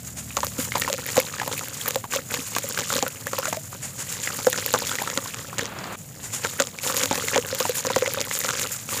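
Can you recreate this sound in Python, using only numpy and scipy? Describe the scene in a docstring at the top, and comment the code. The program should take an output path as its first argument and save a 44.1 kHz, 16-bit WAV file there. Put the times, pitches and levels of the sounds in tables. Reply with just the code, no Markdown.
"""Hands crumble lumps of sandy soil over a plastic basin of muddy water, outdoors, near a small microphone.
Sand rasps, slides and cracks in the fingers. Clods plop into the water, crumbs patter on it and trapped
air blips as bubbles; the crumbs and cracks make the basin ring. Once, the hands churn through the water.
A distant rumble, faint air hiss and, at first, a fading engine hum lie underneath."""
import sys
import numpy as np
from scipy import signal
from scipy.fft import rfft, irfft
from scipy.io import wavfile

SR = 44100
rng = np.random.default_rng(int(sys.argv[2]) if len(sys.argv) > 2 else 0)


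def transcribe(signal):
    """Save signal, clipped to [-1, 1], as a 16-bit WAV file at the path in sys.argv[1]."""
    frames = np.atleast_2d(signal).T
    limited = np.clip(frames, -1, 1)
    pcm = np.round(limited * 32767).astype(np.int16)
    wavfile.write(sys.argv[1], SR, pcm)


N = 396900
NOW = np.arange(N) / SR


def amp(db):
    return 10 ** (np.asarray(db) / 20)


def rms_one(x):
    return x / np.sqrt(np.mean(x ** 2) + 1e-20)


def columns(table):
    return (column[:, None] for column in np.transpose(table))


def band(x, low_hz, high_hz):
    return signal.sosfilt(signal.butter(2, [low_hz, high_hz], "band", fs=SR, output="sos"), x)


def drift(hz):
    """A smooth random wander of about 1 either way; more hz, faster wander."""
    r = np.exp(-2 * np.pi * hz / SR)
    return rms_one(signal.lfilter([1], [1, -2 * r, r * r], rng.standard_normal(N + SR))[SR:])


def coloured(x, spectrum):
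    """Give a sound the tone of an (f/Hz, level/dB) table, at average strength 1."""
    hz, level_db = np.transpose(spectrum)
    grid = np.log(np.fft.rfftfreq(N, 1 / SR) + 1)
    return rms_one(irfft(rfft(x) * amp(np.interp(grid, np.log(hz), level_db)), N))


def ring(clicks, hz, ring_s):
    """Each click starts a tone that fades by 60 dB in ring_s."""
    r, w = amp(-60 / (ring_s * SR)), 2 * np.pi * hz / SR
    return signal.lfilter([0, np.sin(w)], [1, -2 * r * np.cos(w), r * r], clicks + 1e-18)


def grains(per_s, spread_db):
    """Random clicks: many small, a few large."""
    sizes = amp(spread_db * np.minimum(rng.exponential(1, N), 3.5)) * rng.choice([-1, 1], N)
    return sizes * (rng.random(N) < per_s / SR)


def place(times, shapes):
    """Lay one short sound at each time."""
    out = np.zeros(N + shapes.shape[1])
    for s, shape in zip(times, shapes):
        start = round(s * SR)
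        out[start:start + len(shape)] += shape
    return out[:N]


def bursts(steady_db, rows, rise_db_per_s=910, fall_db_per_s=318):
    """Loudness in dB: each burst swells, holds and dies away on top of a steady level."""
    grid = np.arange(0, N + 64, 64) / SR
    s, held, peak_db = columns(rows)
    before, after = np.maximum(s - grid, 0), np.maximum(grid - s - np.abs(held), 0)
    shape_db = peak_db - rise_db_per_s * before - fall_db_per_s * after
    power = np.interp(NOW, grid, np.sum(amp(2 * shape_db), axis=0))
    return 10 * np.log10(power + amp(2 * steady_db))


# The hands' steady work between bursts: t/s, rasp level/dB, patter level/dB
HAND_WORK = [(0, -41, -65), (.14, -50.5, -68), (.4, -39, -50.5), (1.0, -42, -37.5), (1.7, -41, -41),
             (1.95, -39, -44), (2.09, -50, -70), (2.45, -38.5, -49.5), (2.7, -38, -36.5), (3.24, -43, -48),
             (3.4, -40, -36.5), (3.62, -43.5, -66), (3.95, -45.5, -48), (4.3, -36.5, -35.5),
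             (4.95, -38.5, -34), (5.45, -43, -42.5), (5.72, -54, -54), (5.96, -46, -63), (6.15, -50, -51.5),
             (6.5, -38.5, -40.5), (6.8, -48, -46), (7.1, -41.5, -38), (7.5, -41, -36), (8.25, -41.5, -39),
             (8.599, -38, -29), (8.86, -42.5, -56.5), (9, -36, -32)]
def hand_work():
    """How loudly the busy hands keep sand rasping and crumbs pattering, in dB."""
    s, rasp_db, patter_db = np.transpose(HAND_WORK)
    return np.interp(NOW, s, rasp_db), np.interp(NOW, s, patter_db)


# Fingers rub a burst of sand loose: t/s, hold/s, level/dB
FINGER_RUBS = [(0.074, 0.0056, -37), (.585, 0.045, -29), (.72, 0.13, -39), (1.08, 0.076, -33.5),
               (1.52, 0.057, -37.5), (1.81, 0.031, -36), (2.119, 0.024, -31), (2.305, 0.041, -35),
               (2.88, 0.086, -33), (3.455, 0.041, -34), (4.095, 0.019, -37), (4.265, 0.015, -35),
               (4.57, 0.019, -38), (4.87, 0.016, -31), (6.838, 0.073, -30), (6.96, 0.071, -29),
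               (7.15, 0.15, -35), (7.28, 0.03, -37), (7.585, 0.11, -34.5), (7.755, 0.026, -28.5),
               (8.315, 0.15, -35.5), (8.6, 0.023, -35), (8.719, 0.033, -32), (8.91, 0.045, -31.5)]
# The tone of rasping sand: f/Hz, relative level/dB
RASP_TONE = [(500, -10), (1000, 7.5), (2000, 9), (3500, 5), (5000, 6), (9000, 9), (12000, 7.5),
             (16000, 6.5)]
def rasp(steady_db):
    """Sand on skin hisses and clicks in clumps; coarse and fine grains clump partly on their own."""
    edges_hz = (300, 2500, 5000, 9000, 17000)
    together = drift(40)
    sand = 0
    for low, high in zip(edges_hz, edges_hz[1:]):
        clumps = 0.95 * together + 1.2 * drift(60)
        grit = rms_one(grains(700 * amp(3 * clumps), spread_db=5.5))
        hiss = rng.standard_normal(N) * amp(2.2 * clumps)
        sand += band(amp(-2) * grit + hiss, low, high)
    return amp(bursts(steady_db, FINGER_RUBS)) * coloured(sand, RASP_TONE)


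# The tone of the outdoor background: f/Hz, relative level/dB
RUMBLE_TONE = [(30, -29), (50, 4), (75, -10.5), (95, 4.5), (106, 4.5), (120, 4), (260, -7.5), (360, -16.5),
               (700, -15), (2000, -54), (6000, -33.5), (16000, -23.5)]
def rumble(level_db=-41):
    """A distant rumble with faint air hiss: deep, almost steady noise."""
    return amp(level_db + 0.16 * drift(9.3)) * coloured(rng.standard_normal(N), RUMBLE_TONE)


# A far engine hums and fades: t/s, firing rate f/Hz, lowest tone's level/dB
ENGINE_HUM = [(0, 36.64, -44.5), (.3, 36.7, -44.5), (.68, 39.35, -44), (1.4, 38.2, -63)]
def engine(step_db=-2.5):
    """The engine's firing makes wavering tones at 2 to 7 times its rate, each a step quieter."""
    s, hz, level_db = np.transpose(ENGINE_HUM)
    firings = np.cumsum(np.interp(NOW, s, hz)) / SR
    hum = 0
    for multiple in range(2, 8):
        strength = amp(step_db * (multiple - 2) + 2.5 * drift(2.8))
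        hum += strength * np.sin(2 * np.pi * (multiple * firings + rng.random()))
    return np.sqrt(2) * amp(np.interp(NOW, s, level_db, right=-120)) * hum


# A palm smooths the lump: t/s, hold/s, level/dB
PALM_STROKES = [(.175, 0.021, -35), (3.83, 0.02, -33.5), (3.991, 0.031, -35), (4.095, 0.032, -37),
                (6.238, 0.027, -37), (6.339, 0.011, -28.5)]
# The tone of a stroke: f/Hz, relative level/dB
STROKE_TONE = [(400, -0.5), (900, -0.5), (2000, 2), (4000, -5), (6000, -1.5), (9000, 1), (16000, -12)]
def strokes():
    """Packed sand slides under the palm with an even, duller hiss."""
    level_db = bursts(-90, PALM_STROKES) + 1.5 * drift(70)
    return amp(level_db) * coloured(rng.standard_normal(N), STROKE_TONE)


# Air trapped by falling crumbs: t/s, level/dB, f/Hz
AIR_BUBBLES = [(0.306, -25.5, 2400), (0.371, -11.5, 1120), (0.432, -11, 1020), (0.72, -14.5, 2150),
               (0.755, -10, 1007), (0.821, -11.5, 1850), (0.878, -13, 1050), (1.089, -18.5, 1870),
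               (1.169, -12.5, 813), (1.2, -13, 2180), (1.339, -22, 1260), (1.384, -23, 1820),
               (1.399, -14, 1720), (1.416, -14.5, 995), (1.478, -19.5, 920), (1.579, -22.5, 2480),
               (1.611, -22, 1240), (1.813, -19, 3300), (1.858, -18, 1230), (1.957, -22, 794),
               (2.041, -20, 1040), (2.136, -15.5, 1120), (2.342, -16.5, 2220), (2.551, -18, 2960),
               (2.565, -12, 1140), (2.775, -13.5, 1610), (2.903, -13.5, 1310), (3.026, -12, 827),
               (3.065, -17.5, 1494), (3.269, -17.5, 1720), (3.333, -15.5, 1105), (3.383, -16, 1110),
               (3.43, -18.5, 1380), (3.455, -14, 1400), (3.527, -12.5, 880), (3.729, -26, 1200),
               (4.274, -11.5, 1920), (4.469, -12.5, 805), (4.529, -14, 1830), (4.739, -7, 850),
               (4.747, -9, 1175), (4.894, -16.5, 3520), (4.915, -16, 1440), (4.986, -13.5, 1990),
               (5.075, -14.5, 1320), (5.018, -16, 803), (5.1, -23, 1690), (5.174, -14.5, 1355),
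               (5.258, -22, 1070), (5.343, -24, 1340), (5.529, -22.5, 1040), (5.593, -12.5, 1830),
               (5.788, -27, 5500), (5.841, -25, 4860), (6.448, -14, 1580), (6.6, -13, 1420),
               (6.787, -20.5, 2300), (6.899, -14.5, 1140), (7.112, -11, 854), (7.284, -14.5, 2100),
               (7.359, -10, 830), (7.504, -24, 1500), (7.604, -16, 1050), (7.653, -12.5, 884),
               (7.85, -17.5, 990), (7.902, -12.5, 980), (7.961, -12.5, 773), (8.06, -13, 2040),
               (8.312, -14.5, 2010), (8.448, -16.5, 1320), (8.489, -13.5, 1470), (8.537, -22, 1660),
               (8.89, -25, 1360)]
def bubbles():
    """A bubble rings briefly, wobbling and rising in pitch; a quieter one follows as the splash falls."""
    s, peak_db, hz = columns(AIR_BUBBLES)
    t = np.arange(1800) / SR
    wobble = signal.lfilter([.03], [1, -.97], rng.standard_normal((len(s), len(t))))
    wobble = 7.24 * (wobble - wobble[:, :1])
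    second_s = s + rng.uniform(0.0095, 0.0205, s.shape)
    second_hz = hz * rng.uniform(0.802, 1.437, s.shape)
    second_db = peak_db - rng.uniform(5, 12, s.shape)
    out = 0
    for start, pitch, level_db in ((s, hz, peak_db), (second_s, second_hz, second_db)):
        tone = np.sin(2 * np.pi * pitch * (t + 0.23 * t ** 2) + wobble)
        ring_s = 0.007 + 22 / pitch
        out += place(start[:, 0], amp(level_db - 60 * t / ring_s) * tone)
    return out


# Grit cracks or slaps the water: t/s, level/dB, relative treble level/dB
GRIT_CRACKS = [(0.3688, -5.0, -10.0), (0.3772, -11, -14), (0.4053, -12, -25), (0.4472, -14.0, 5.0),
               (0.4681, -10.0, -7.0), (0.7814, -14.0, 3.0), (0.7983, -17.0, 10.0), (0.8192, -5.0, -10.0),
               (0.9004, -8.0, -13.0), (0.9289, -2.0, -11.0), (0.9391, -11.0, -7.0), (1.064, -16.0, 6.0),
               (1.1031, -12, -17), (1.1684, -4.0, -12.0), (1.1773, -8.0, -1.0), (1.1909, -6.0, -13.0),
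               (1.2019, -10.0, 5.0), (1.4778, -12.0, 1.0), (1.5273, -14, -21), (1.5932, -10.0, -16.0),
               (1.6843, -16.0, 2.0), (1.8605, -16.0, 1.0), (1.8802, -12.0, 8.0), (1.8851, -14.0, 8.0),
               (1.9078, -9.0, -5.0), (1.9464, -13, -23), (1.958, -7.0, -3.0), (2.1517, -11, -21),
               (2.161, -7.0, -4.0), (2.3407, -7.0, -7.0), (2.347, -8.0, -12.0), (2.551, -8.0, -12.0),
               (2.5637, -8.0, -5.0), (2.5848, -6.0, -3.0), (2.6894, -22.0, 11.0), (2.7474, -13, -19),
               (2.7787, -15.0, 1.0), (2.7896, -6.0, -10.0), (2.8069, -11, -21), (2.9283, -6.0, -6.0),
               (2.9655, -5.0, -17.0), (2.9811, -10.0, -9.0), (2.9901, -10, -28), (3.0262, -3.0, -14.0),
               (3.0804, -14.0, 0.0), (3.2694, -12.0, 1.0), (3.3325, -13.0, -8.0), (3.3879, -10.0, 1.0),
               (3.4557, -9.0, -15.0), (3.5275, -17.0, -8.0), (3.5705, -16.0, -8.0), (4.1262, -14.0, 0.0),
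               (4.447, -14, -10), (4.4698, -5.0, -6.0), (4.5, -13.0, 6.0), (4.5291, -7.0, -13.0),
               (4.6622, -5.0, 1.0), (4.7285, -16.0, 2.0), (4.7389, -2.0, -24.0), (4.7885, -9.0, -1.0),
               (4.9546, -8.0, -16.0), (5.0222, -12.0, 0.0), (5.1011, -9.0, -18.0), (5.1757, -3.0, -22.0),
               (5.3447, -14, -17), (5.5834, -8.0, -18.0), (5.5874, -11.0, -20.0), (5.5922, -9.0, -14.0),
               (5.6562, -13.0, -21.0), (6.4497, -9.0, -14.0), (6.5999, -4.0, -14.0), (6.6033, -2.0, -13.0),
               (6.6219, -2.0, -18.0), (6.6716, -12.0, -21.0), (6.788, -16.0, -10.0), (6.8338, -15.0, -1.0),
               (6.8748, -8.0, -5.0), (6.9245, -10.0, -14.0), (6.9448, -12.0, -1.0), (6.9675, -3.0, -6.0),
               (6.9749, -9.0, 2.0), (6.9955, -9, -18), (7.0149, -11, -22), (7.0352, -2.0, -8.0),
               (7.0578, -5.0, -5.0), (7.1111, -7.0, -16.0), (7.1284, -10.0, -15.0), (7.1554, -10, -20),
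               (7.1786, -12, -17), (7.2842, -7.0, -17.0), (7.3601, -5.0, -17.0), (7.3782, -2.0, -25.0),
               (7.4666, -24.0, 8.0), (7.5487, -9.0, -4.0), (7.5889, -27.0, 13.0), (7.6022, -6.0, -4.0),
               (7.6945, -12.0, -2.0), (7.7688, -16.0, 5.0), (7.7917, -13, -11), (7.8683, -6.0, -12.0),
               (7.9617, -3.0, -23.0), (7.9881, -11.0, -3.0), (8.0783, -10, -23), (8.1367, -17.0, 9.0),
               (8.2055, -6.0, -14.0), (8.214, -2.0, -12.0), (8.2519, -19.0, 3.0), (8.3523, -9.0, -16.0),
               (8.377, -13.0, -1.0), (8.3633, -12, -14), (8.3896, -15.0, 10.0), (8.4045, -9.0, -4.0),
               (8.4388, -10.0, -18.0), (8.4459, -8, -23), (8.4631, -11, -10), (8.49, -7.0, -20.0),
               (8.5072, -8, -21), (8.6298, -12, -23), (8.6721, -14.0, -4.0)]
def cracks(push_s=.00015, snap_s=.00006):
    """Pressure builds and snaps back, leaving a little dying noise; fine grit is brighter."""
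    s, peak_db, treble_db = columns(GRIT_CRACKS)
    t = np.arange(400) / SR - push_s
    snap = np.where(t < 0, 0.37 * (1 + t / push_s) ** 2, -np.exp(-t / snap_s))
    tail = (.2 * np.exp(-t / .0004) + .06 * np.exp(-t / .002)) * (t > 0)
    burst = snap + rng.standard_normal((len(s), len(t))) * tail
    body, treble = band(burst, 600, 8500), band(burst, 10500, 15400)
    body, treble = (part / np.abs(part).max(axis=1, keepdims=True) for part in (body, treble))
    return place(s[:, 0] - push_s, amp(peak_db) * (body + amp(treble_db) * treble))


# The basin's own notes: f/Hz, relative level/dB, ring time/s
BASIN_NOTES = [(277, -12.5, 0.11), (500, -6, 0.045), (552, -5, 0.045), (836, -9, 0.009)]
def basin(strikes):
    """Small knocks set the air and walls of the basin ringing."""
    return sum(amp(level_db) * ring(strikes, hz, ring_s) for hz, level_db, ring_s in BASIN_NOTES)


# Clods land in the water: t/s, level/dB, plop f/Hz, relative thump level/dB
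CLOD_LANDINGS = [(0.37, -24, 550, -25), (0.432, -21, 553, -24), (0.59, -22, 490, 6),
                 (0.753, -20.5, 550, -7), (0.901, -17.5, 553, -29), (0.94, -19.5, 540, -22),
                 (1.179, -3.5, 517, -11), (1.476, -24, 556, -21), (1.959, -12, 527, -22),
                 (2.161, -18.5, 538, -15), (2.39, -35, 493, 11), (2.642, -21.5, 540, -11),
                 (2.959, -16.5, 530, -6), (3.029, -17, 525, -4), (3.066, -22.5, 537, -32),
                 (3.27, -29, 550, -23), (3.332, -22, 536, -27), (3.388, -18, 540, -21),
                 (3.481, -20.5, 615, -30), (3.571, -20.5, 638, -34), (4.47, -2.5, 507, -20),
                 (4.74, -12, 514, -28), (5.177, -19.5, 545, -3.5), (5.625, -22, 460, -6),
                 (6.604, -12, 550, -10), (6.902, -22.5, 530, -27), (7.036, -21, 526, -19),
                 (7.112, -16, 552, -4.5), (7.239, -22, 453, -13), (7.363, -9, 542, -14),
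                 (7.381, -9, 482, -11.5), (7.528, -16, 532, -15), (7.606, -14.5, 504, -31),
                 (7.695, -11.5, 491, -32), (7.851, -21, 500, -8), (7.87, -16.5, 520, -23),
                 (7.905, -18, 524, -19), (7.965, -8.5, 528, -11), (8.024, -9, 502, -31.5),
                 (8.076, -16, 547, -32), (8.175, -20.5, 554, -21.5), (8.206, -24.5, 563, -4),
                 (8.447, -22, 510, -25)]
def clods(thump_hz=260, lead_s=.0015):
    """A clod slaps the water and punches a hole that plops; heavier clods add a low thump."""
    s, level_db, hz, thump_db = columns(CLOD_LANDINGS)
    t = np.arange(3000) / SR
    swell_and_fade = (1 - np.exp(-t / 0.0018)) / (1 + (t / 0.0077) ** 2.45)
    waver = np.cumsum(rng.standard_normal((len(s), len(t))), axis=1)   # a ragged hole: unsteady pitch
    plop = np.sin(2 * np.pi * hz * t + .025 * waver) * swell_and_fade
    thump = np.sin(2 * np.pi * thump_hz * t) * amp(thump_db - 60 * t / 0.052)
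    slap = band(rng.standard_normal((len(s), len(t))) * np.exp(-t / 0.00077), 600, 2500)
    starts = s[:, 0] - lead_s   # the blow comes just before the plop peaks
    return place(starts, amp(level_db) * (plop + thump + amp(6) * slap))


def patter():
    """Crumbs ring briefly in the water at a pitch set by their size; harder grit lands with a dry tick."""
    clumps = drift(50)
    clicks = grains(340 * amp(3 * clumps), spread_db=3.6)
    sizes = rng.integers(0, 16, N)
    blips = 0
    for size, hz in enumerate(np.geomspace(940, 6000, 16)):
        ringing = ring(clicks * (sizes == size), hz, 16 / hz)
        swelling = ring(ringing, hz, 3 / hz)   # ringing twice softens the start
        blips += rms_one(swelling) * hz ** -0.35
    ticks = band(grains(110 * amp(3 * clumps), spread_db=3), 2600, 6500)
    return rms_one(blips) + amp(-9) * rms_one(ticks)


def drops(per_s=65, ring_cycles=3.5):
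    """Single drops land at random: a tick, then a short blip that slides up in pitch."""
    when, pitch, softness, tickiness = columns(rng.random((round(per_s * N / SR), 4)))
    hz = 1200 * 5.7 ** pitch
    t = np.arange(900) / SR
    swell_and_fade = (1 - np.exp(-t / 0.00076)) * amp(-60 * t * hz / ring_cycles)
    blip = np.sin(2 * np.pi * hz * (t + 7.1 * t ** 2)) * swell_and_fade
    tick = rng.standard_normal((len(when), len(t))) * np.exp(-t / 0.0006)
    shapes = amp(-18 * softness) * (blip + 0.14 * tickiness * tick)
    return rms_one(place(when[:, 0] * NOW[-1], shapes))


# Showers of crumbs reach the water: t/s, hold/s, level/dB
CRUMB_SHOWERS = [(.585, 0.026, -38), (0.746, 0.15, -35), (1.168, 0.031, -30), (1.519, 0.014, -31.5),
                 (1.875, 0.013, -31), (2.121, 0.054, -31), (2.311, 0.095, -35), (2.549, 0.017, -35),
                 (2.776, 0.066, -31.5), (2.9, 0.093, -31), (3.27, 0.024, -42), (3.43, 0.11, -36.5),
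                 (3.725, 0.035, -45), (4.57, 0.01, -29.5), (4.735, 0.14, -37), (5.586, 0.066, -35.5),
                 (6.44, 0.015, -30), (6.596, 0.013, -30.5), (6.837, .2, -32.5), (7.109, 0.075, -33),
                 (7.329, 0.018, -27.5), (7.6, 0.054, -30), (7.85, .35, -34), (8.891, .11, -36.5)]
def showers(steady_db):
    """The patter and the quieter drops swell together with each shower."""
    level_db = bursts(steady_db, CRUMB_SHOWERS, rise_db_per_s=1006, fall_db_per_s=404)
    return amp(level_db) * (patter() + amp(-8.5) * drops())


# Hands push through the water: t/s, level/dB
WATER_RUSH = [(5.4, -80), (5.55, -45), (5.7, -37.5), (5.85, -35), (5.961, -35), (5.962, -80)]
# The tone of churning water: f/Hz, relative level/dB
RUSH_TONE = [(200, -1.5), (450, -4.5), (1200, -3), (2500, -9.5), (4500, -19), (9000, -55)]
def rush():
    """Water churns round the fingers with a soft, lumpy noise."""
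    s, level_db = np.transpose(WATER_RUSH)
    churn = coloured(rng.standard_normal(N), RUSH_TONE)
    return amp(np.interp(NOW, s, level_db, left=-90) + 1.2 * drift(41)) * churn


def hush(start_s=5.958, end_s=5.972, dip_db=-13):
    """A volume curve that dips for a moment."""
    return amp(np.interp(NOW, [start_s - .002, start_s, end_s - .008, end_s], [0, dip_db, dip_db, 0]))


def scene():
    """Sand, water and basin over the outdoor background, in one channel."""
    rasp_db, patter_db = hand_work()
    sand = rasp(rasp_db) + strokes()
    background = rumble() + engine()
    strikes = cracks() + showers(patter_db)
    water = bubbles() + clods() + rush()
    mix = sand + background + strikes + amp(-26) * basin(strikes) + water
    return (mix * hush())[None]


def record(dry, port_hz=7016, width_hz=670, lift_db=8.53, bass_cut_hz=75, top_cut_hz=15480):
    """The microphone's opening rings in the treble; deep bass is lost, peaks are rounded, the top is cut."""
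    r, w = np.exp(-np.pi * width_hz / SR), 2 * np.pi * port_hz / SR
    gain = (1 - r * r) / 2
    port_ring = signal.lfilter([gain, 0, -gain], [1, -2 * r * np.cos(w), r * r], dry)
    bass_cut = signal.butter(4, bass_cut_hz, "high", fs=SR, output="sos")
    top_cut = signal.ellip(12, .5, 80, top_cut_hz, fs=SR, output="sos")
    rounded = np.tanh(signal.sosfilt(bass_cut, dry + amp(lift_db) * port_ring))
    return signal.sosfilt(top_cut, rounded)


dry = scene()
out = record(dry)
transcribe(out)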